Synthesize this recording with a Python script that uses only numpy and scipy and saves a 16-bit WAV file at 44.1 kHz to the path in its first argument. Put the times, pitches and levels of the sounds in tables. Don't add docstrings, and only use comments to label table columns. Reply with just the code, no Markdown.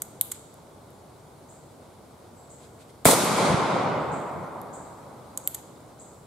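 import sys
import numpy as np
from scipy import signal
from scipy.fft import rfft, irfft, next_fast_len
from scipy.io import wavfile
from scipy.ndimage import uniform_filter1d, map_coordinates

SR = 44100
rng = np.random.default_rng(int(sys.argv[2]) if len(sys.argv) > 2 else 0)


def wav_out(sig):
    wavfile.write(sys.argv[1], SR, np.round(np.clip(np.atleast_2d(sig).T, -1, 1) * 32767).astype(np.int16))


def amplitude_ratio(level_db):
    exponent = np.asarray(level_db, float) / 20
    return 10 ** exponent


N = 276066
SHOT_S = 3.054


def unit(x):
    return x / np.sqrt(np.mean(x ** 2) + 1e-20)


def along(points, hz):
    f, v = np.transpose(points)
    return np.interp(np.log(hz + 1), np.log(f + 1), v)


def sides(pan_db):
    return amplitude_ratio([[pan_db / 2], [-pan_db / 2]])


def add(track, s, piece):
    part = track[:, round(s * SR):][:, :piece.shape[1]]
    part += piece[:, :part.shape[1]]


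def wobble(rate):
    return map_coordinates(rng.standard_normal(400), [np.arange(N) * rate / SR])


def rush(spectrum, alike, patchy_db, loss_db=lambda hz, s: 0):
    hz, s, z = signal.stft(rng.standard_normal((2, N)), SR, nperseg=512)
    field = uniform_filter1d(rng.standard_normal(z.shape[1:]), size=5, axis=0)
    field = unit(uniform_filter1d(field, size=6, axis=1))
    turn = np.arccos(np.clip(along(alike, hz), -1, 1))[:, None] / 2
    mid, side = z[0] * np.cos(turn), z[1] * np.sin(turn)
    z = np.array([mid + side, mid - side]) * amplitude_ratio(patchy_db * field)
    pair = signal.istft(z * amplitude_ratio(loss_db(hz[:, None], s)), SR, nperseg=512)[1][:, :N]
    colour = amplitude_ratio(along(spectrum, np.fft.rfftfreq(N, 1 / SR)))
    return irfft(rfft(pair) * colour / np.sqrt(np.mean(colour ** 2)), N)


# frequency_hz, t60_s
TRUNK_DECAY = [(1500, .8), (3500, 1), (7000, 0.87), (12000, 0.33), (15000, .3)]


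def woods(piece):
    hz, s, z = signal.stft(rng.standard_normal((2, SR // 2)), SR, nperseg=256)
    decay = amplitude_ratio(-60 * s / along(TRUNK_DECAY, hz)[:, None])
    tail = signal.istft(z * decay, SR, nperseg=256)[1]
    return signal.fftconvolve(piece, tail / np.linalg.norm(tail[0]), axes=1)


def camera_gain_db():
    drop_db, back_db_per_s = 16, 21.5
    after = np.arange(N) / SR - SHOT_S
    return np.minimum(back_db_per_s * after - drop_db, 0) * (after > 0)


# frequency_hz, density_db
TRAFFIC_COLOUR = [(15, -62.5), (25, -32), (48, -8.5), (78, -5), (140, -2), (172, -6.5), (408, -8),
                  (651, -9.5), (715, -11), (929, -13), (1760, -27), (2200, -34), (2860, -55), (4840, -120)]
# time_s, level_db
BACKGROUND_SWELL = [(0, 2), (.6, .5), (3, .5), (5.4, 2), (6.3, 0)]
# frequency_hz, density_db
LEAF_COLOUR = [(1290, -25), (2200, -3.5), (2850, -1.5), (3550, -2.5), (4460, -2.5), (4650, -2.5),
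               (6080, -4.5), (9580, -4.5), (13500, -8.5), (15100, -12), (16000, -15.5), (16400, -31.5)]
# frequency_hz, likeness
BACKGROUND_ALIKE = [(60, 0.95), (130, 1), (290, 0.76), (640, 0.75), (1410, 0.38), (3100, 0.51),
                    (6820, 0.29), (15000, 0.047)]
# start_s, level_db, half_length_s
RUSTLES = [(.26, -63, .03), (.35, -55, .03), (5.4, -62, .02), (5.515, -61, .025), (5.575, -57, .03),
           (1.56, -66, .02), (1.85, -66, .02), (2.64, -57.5, 0.035), (2.815, -56, 0.021), (2.9, -58, 0.014),
           (5.674, -77, .02), (5.808, -68, 0.012), (5.896, -66, 0.014)]
# frequency_hz, density_db
RUSTLE_COLOUR = [(700, -34), (1500, 3), (2700, 6), (4000, 6), (5800, 1), (9000, 2), (13000, -10),
                 (16000, -33)]


def background():
    t = np.arange(N) / SR
    traffic = amplitude_ratio(-49 + camera_gain_db()) * rush(TRAFFIC_COLOUR, BACKGROUND_ALIKE, patchy_db=0.72)
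    leaves = amplitude_ratio(-62.5) * rush(LEAF_COLOUR, BACKGROUND_ALIKE, patchy_db=1.05)
    swell = amplitude_ratio(np.interp(t, *np.transpose(BACKGROUND_SWELL)))
    puffs = sum(amplitude_ratio(db) * np.exp(-((t - s) / half) ** 2) for s, db, half in RUSTLES)
    rustles = puffs * rush(RUSTLE_COLOUR, [(1000, 0.38)], patchy_db=.7)
    return swell * (traffic + leaves) + rustles


# frequency_hz, width_hz, level_db
STEEL_MODES = [(1230, 560, -5), (2100, 690, -1), (3290, 730, 3), (4750, 290, -6), (6100, 590, -14),
               (7030, 890, 3.5), (8330, 370, 3), (9530, 780, -2.5), (10960, 920, -2), (11830, 450, 2.5),
               (13280, 1220, 0), (13780, 1900, -5.5)]
PARTS = {"hand": (-14, -16, -8, -2, .016), "bolt": (-28, -21, -26, -15, .004),
         "spring": (-19, -12, -17, -6, .009), "sear": (-9, -14, -14, -1, .018),
         "hammer": (-12, -3, 2, -5, .025), "tick": (-22, -18, -18, -5, .006)}
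CONTACTS = {"hand": [(.0195, -14), (.2172, -25), (5.3746, -13.5)], "bolt": [(.2116, 0), (.905, -42),
            (3.2468, -18), (5.4747, -3)], "spring": [(.053, -42), (.213, -14), (.301, -46), (.3152, -21),
            (5.5435, -29), (5.5463, -17)], "sear": [(.318, -15), (.3215, -22), (5.476, -20), (5.5481, -21),
            (5.551, -27)], "hammer": [(3.0482, -16)], "tick": [(.541, -41.5), (4.6152, -32), (5.8055, -48)]}


def lock():
    out, t = np.zeros((2, N)), np.arange(4096) / SR
    f = np.fft.rfftfreq(len(t), 1 / SR)
    blows = [(s, db, *PARTS[part]) for part in PARTS for s, db in CONTACTS[part]]
    for s, db, grip_db, frame_db, barrel_db, cylinder_db, t60 in blows:
        woken_db = [(2100, grip_db), (3600, frame_db), (4700, barrel_db), (7800, cylinder_db), (11800, 0)]
        steel = 0
        for k, (centre, width, level) in enumerate(STEEL_MODES):
            strength = (-1) ** k * amplitude_ratio(level + along(woken_db, centre))
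            damping = 1j * f * width
            steel = steel + strength * damping / (centre * centre - f * f + damping)
        shared, own = rng.standard_normal(len(t)), rng.standard_normal((2, len(t)))
        envelope = amplitude_ratio(-60 * t / t60) + amplitude_ratio(-27 - 60 * t / 0.04)
        rattle = (shared + 0.86 * own) * envelope * (t < .05)
        rattle[:, 0] = 5
        click = irfft(rfft(rattle) * steel, len(t))
        click *= amplitude_ratio(db) * sides(-0.9) / np.abs(click).max()
        add(out, s, click)
        add(out, s + .004, amplitude_ratio(-13.5) * woods(click))
    return out


# start_s, level_db
CHIPS = [
    (.334, -46.5),
    (1.486, -47),
    (2.495, -44),
    (4.114, -41.5),
    (4.729, -40),
    (5.435, -42),
    (5.989, -42),
]
# start_s, level_db
SEEPS = [
    (2.357, -52.5),
    (3.995, -56),
]
# start_hz, end_hz, length_s
CHIP_GLIDE = (6150, 8300, .012)
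SEEP_GLIDE = (7300, 7850, .018)


def bird():
    out = np.zeros((2, N))
    notes = [(*note, *CHIP_GLIDE) for note in CHIPS] + [(*note, *SEEP_GLIDE) for note in SEEPS]
    for s, db, from_hz, to_hz, length in notes:
        u = np.linspace(0, 1, round(length * SR))
        hz = from_hz + (to_hz - from_hz) * np.sin(np.pi / 2 * u)
        whistle = np.sin(np.pi * u) ** .5 * np.sin(2 * np.pi * np.cumsum(hz) / SR)
        chip = amplitude_ratio(db) * sides(0.75) * whistle
        add(out, s, amplitude_ratio(-23) * chip)
        add(out, s, amplitude_ratio(2) * woods(chip))
    return out


# frequency_hz, density_db
JET_COLOUR = [(900, -23), (1500, -5), (2200, -6), (3500, -9.5), (5500, -10), (7500, -5.5), (9500, -2),
              (11500, -4.5), (14000, -9), (15800, -12)]


def jet():
    rise_s, spit_db, spit_s = .0012, 6, .006
    fall_db_per_s, lasts_s, end_db_per_s = 75, .06, 300
    after = np.arange(N) / SR - SHOT_S
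    since = np.maximum(after, 0)
    level_db = -17 + spit_db * np.exp(-since / spit_s) - fall_db_per_s * since
    level_db -= end_db_per_s * np.maximum(after - lasts_s, 0)
    opening = np.clip(after / rise_s + 1, 0, 1) ** 2
    return opening * amplitude_ratio(level_db) * rush(JET_COLOUR, [(1500, 0.49), (8000, 0.19)], patchy_db=1.5)


# delay_s, level_db, swing_hz
MUZZLE = [
    (.0003, -10, 1300),
    (.0008, -1.5, 540),
    (.006, -6, 165),
    (.036, -10, 270),
]
# delay_s, level_db, pan_db
BOUNCES = [
    (.003, -9.5, 16),
    (.0045, -9.5, -12),
]
# start_s, level_db, pan_db
TRUNKS = [
    (3.0795, -14, -10),
    (3.0865, -9, 2),
    (3.0885, -11, 6),
    (3.092, -12, 0),
    (3.105, -14, 0),
    (3.124, -14, 0),
    (3.1324, -7, 0),
    (3.237, -13.5, 2),
    (3.502, -15, 5),
    (3.541, -12, -5),
]


def swings():
    trunk_hz, half_pitch_s = 950, .1
    out, t = np.zeros((2, N)), np.arange(SR // 40) / SR
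    main_s, _, main_hz = MUZZLE[1]
    waves = [(SHOT_S + s, db, -1, hz) for s, db, hz in MUZZLE]
    waves += [(SHOT_S + main_s + s, db, pan_db, main_hz) for s, db, pan_db in BOUNCES]
    waves += [(s, db, pan_db, trunk_hz / (1 + (s - SHOT_S) / half_pitch_s)) for s, db, pan_db in TRUNKS]
    for s, db, pan_db, hz in waves:
        u = t * hz * 2.4
        swing = u * np.exp(-u) * np.sin(2 * np.pi * hz * t)
        add(out, s, -amplitude_ratio(db + 8) * sides(pan_db) * swing)
    return out


# frequency_hz, density_db
ECHO_COLOUR = [(150, -30), (260, -4), (304, -8), (374, -5), (415, -6), (577, -3.5), (663, -5.5), (1100, -6),
               (1720, -16.5), (9920, -18.5), (15000, -30), (16400, -52)]
# frequency_hz, likeness
ECHO_ALIKE = [(60, 0.9), (130, 0.9), (290, 0.75), (640, 0.81), (1410, 0.55), (3100, 0.61), (6820, 0.2),
              (15000, 0.18)]
# frequency_hz, loss_db_per_s
AIR_LOSS = [(200, 1.5), (1000, -0.5), (2000, 6), (3000, 13.5), (5000, 24.5), (7500, 36), (10000, 47),
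            (12000, 55), (14000, 73)]
# frequency_hz, density_db
BOOM_COLOUR = [(18, -62), (30, -32), (43, -25.5), (106, -6), (172, 2), (240, -5), (310, -45), (530, -120)]
# frequency_hz, change_db_per_s
BOOM_SINKS = [(60, 14), (110, 9), (170, -4), (250, -4)]


def roll():
    near_db, near_s, near_ends_s = 3, .1, .015
    ridge_db, ridge_s, ridge_half_s = 3, .41, .1
    after = np.arange(N) / SR - SHOT_S
    level = amplitude_ratio(-8.7 - 20.5 * after) + amplitude_ratio(-38 - 8.5 * after)
    near = near_db * np.clip((near_s - after) / near_ends_s, 0, 1)
    ridge = ridge_db * np.exp(-((after - ridge_s) / ridge_half_s) ** 2)
    level = level * amplitude_ratio(camera_gain_db() + near + ridge) * np.clip(after / 0.01, 0, 1)

    def dull(hz, s):
        return -along(AIR_LOSS, hz) * np.clip(s - SHOT_S - .13, -.05, 1.5)

    def deeper(hz, s):
        return along(BOOM_SINKS, hz) * np.clip(s - SHOT_S - .7, -1, .25)

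    answer = amplitude_ratio(1.5) * rush(ECHO_COLOUR, ECHO_ALIKE, patchy_db=1.0, loss_db=dull)
    boom_level = amplitude_ratio(-8.5 + .3 * ridge + 1.5 * wobble(14))
    boom = boom_level * rush(BOOM_COLOUR, [(100, .89)], patchy_db=1.5, loss_db=deeper)
    return level * (answer + boom)


def shot():
    return swings() + jet() + roll()


def scene():
    return background() + lock() + bird() + shot()


def ragged_treble(x):
    first_cut_s, first_cut_hz = 3.09, 15700
    sink_s, sink_hz, sink_hz_per_s = 3.27, 14200, 6000
    lowest_s, jump_hz, climb_hz_per_s = 3.66, 900, 4500
    steady_hz, tattered_hz, tatters_fade_s = 450, 2800, 1.2
    hz, s, z = signal.stft(x, SR, nperseg=2048)
    back = np.maximum(s - lowest_s, 0)
    edge_hz = sink_hz - sink_hz_per_s * (s - back - sink_s) + climb_hz_per_s * back + jump_hz * (back > 0)
    ragged_hz = np.where(back > 0, tattered_hz * np.clip(1 - back / tatters_fade_s, 0, 1), steady_hz)
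    luck = rng.standard_normal((len(hz) // 4 + 1, len(s)))
    luck = np.repeat(luck, 4, axis=0)[:len(hz)]
    edge_hz = np.where(s < sink_s, first_cut_hz, edge_hz + ragged_hz * luck)
    kept = (hz[:, None] < edge_hz) | (s < first_cut_s)
    treble = np.clip(hz[:, None] / 11000 - 1, 0, .25) * 4
    tatters = (ragged_hz > steady_hz) * ragged_hz / tattered_hz
    return signal.istft(z * kept * amplitude_ratio(6 * treble * tatters), SR, nperseg=2048)[1][:, :N]


# frequency_hz, gain_db
MIC_RESPONSE = [(25, -24), (45, -9.5), (80, -2.5), (1100, 0), (1450, 1.5), (1750, -2.5), (2150, 2.5),
                (2750, -4), (3700, 1), (5600, -1.5), (8000, 2), (15700, -2), (16000, -14), (16900, -54)]


def top_cut(x):
    return signal.sosfilt(signal.butter(12, 16800, fs=SR, output="sos"), x)


def record(dry):
    size = next_fast_len(N + SR // 4)
    cepstrum = irfft(np.log(amplitude_ratio(along(MIC_RESPONSE, np.fft.rfftfreq(size, 1 / SR)))), size)
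    cepstrum[1:size // 2] *= 2
    response = np.exp(rfft(cepstrum[:size // 2], size))
    heard = irfft(rfft(dry, size) * response, size)[:, :N]
    clipped = heard / (1 + np.abs(heard / .96) ** 6) ** (1 / 6)
    mix = ragged_treble(clipped)
    return top_cut(mix)


dry = scene()
out = record(dry)
wav_out(out)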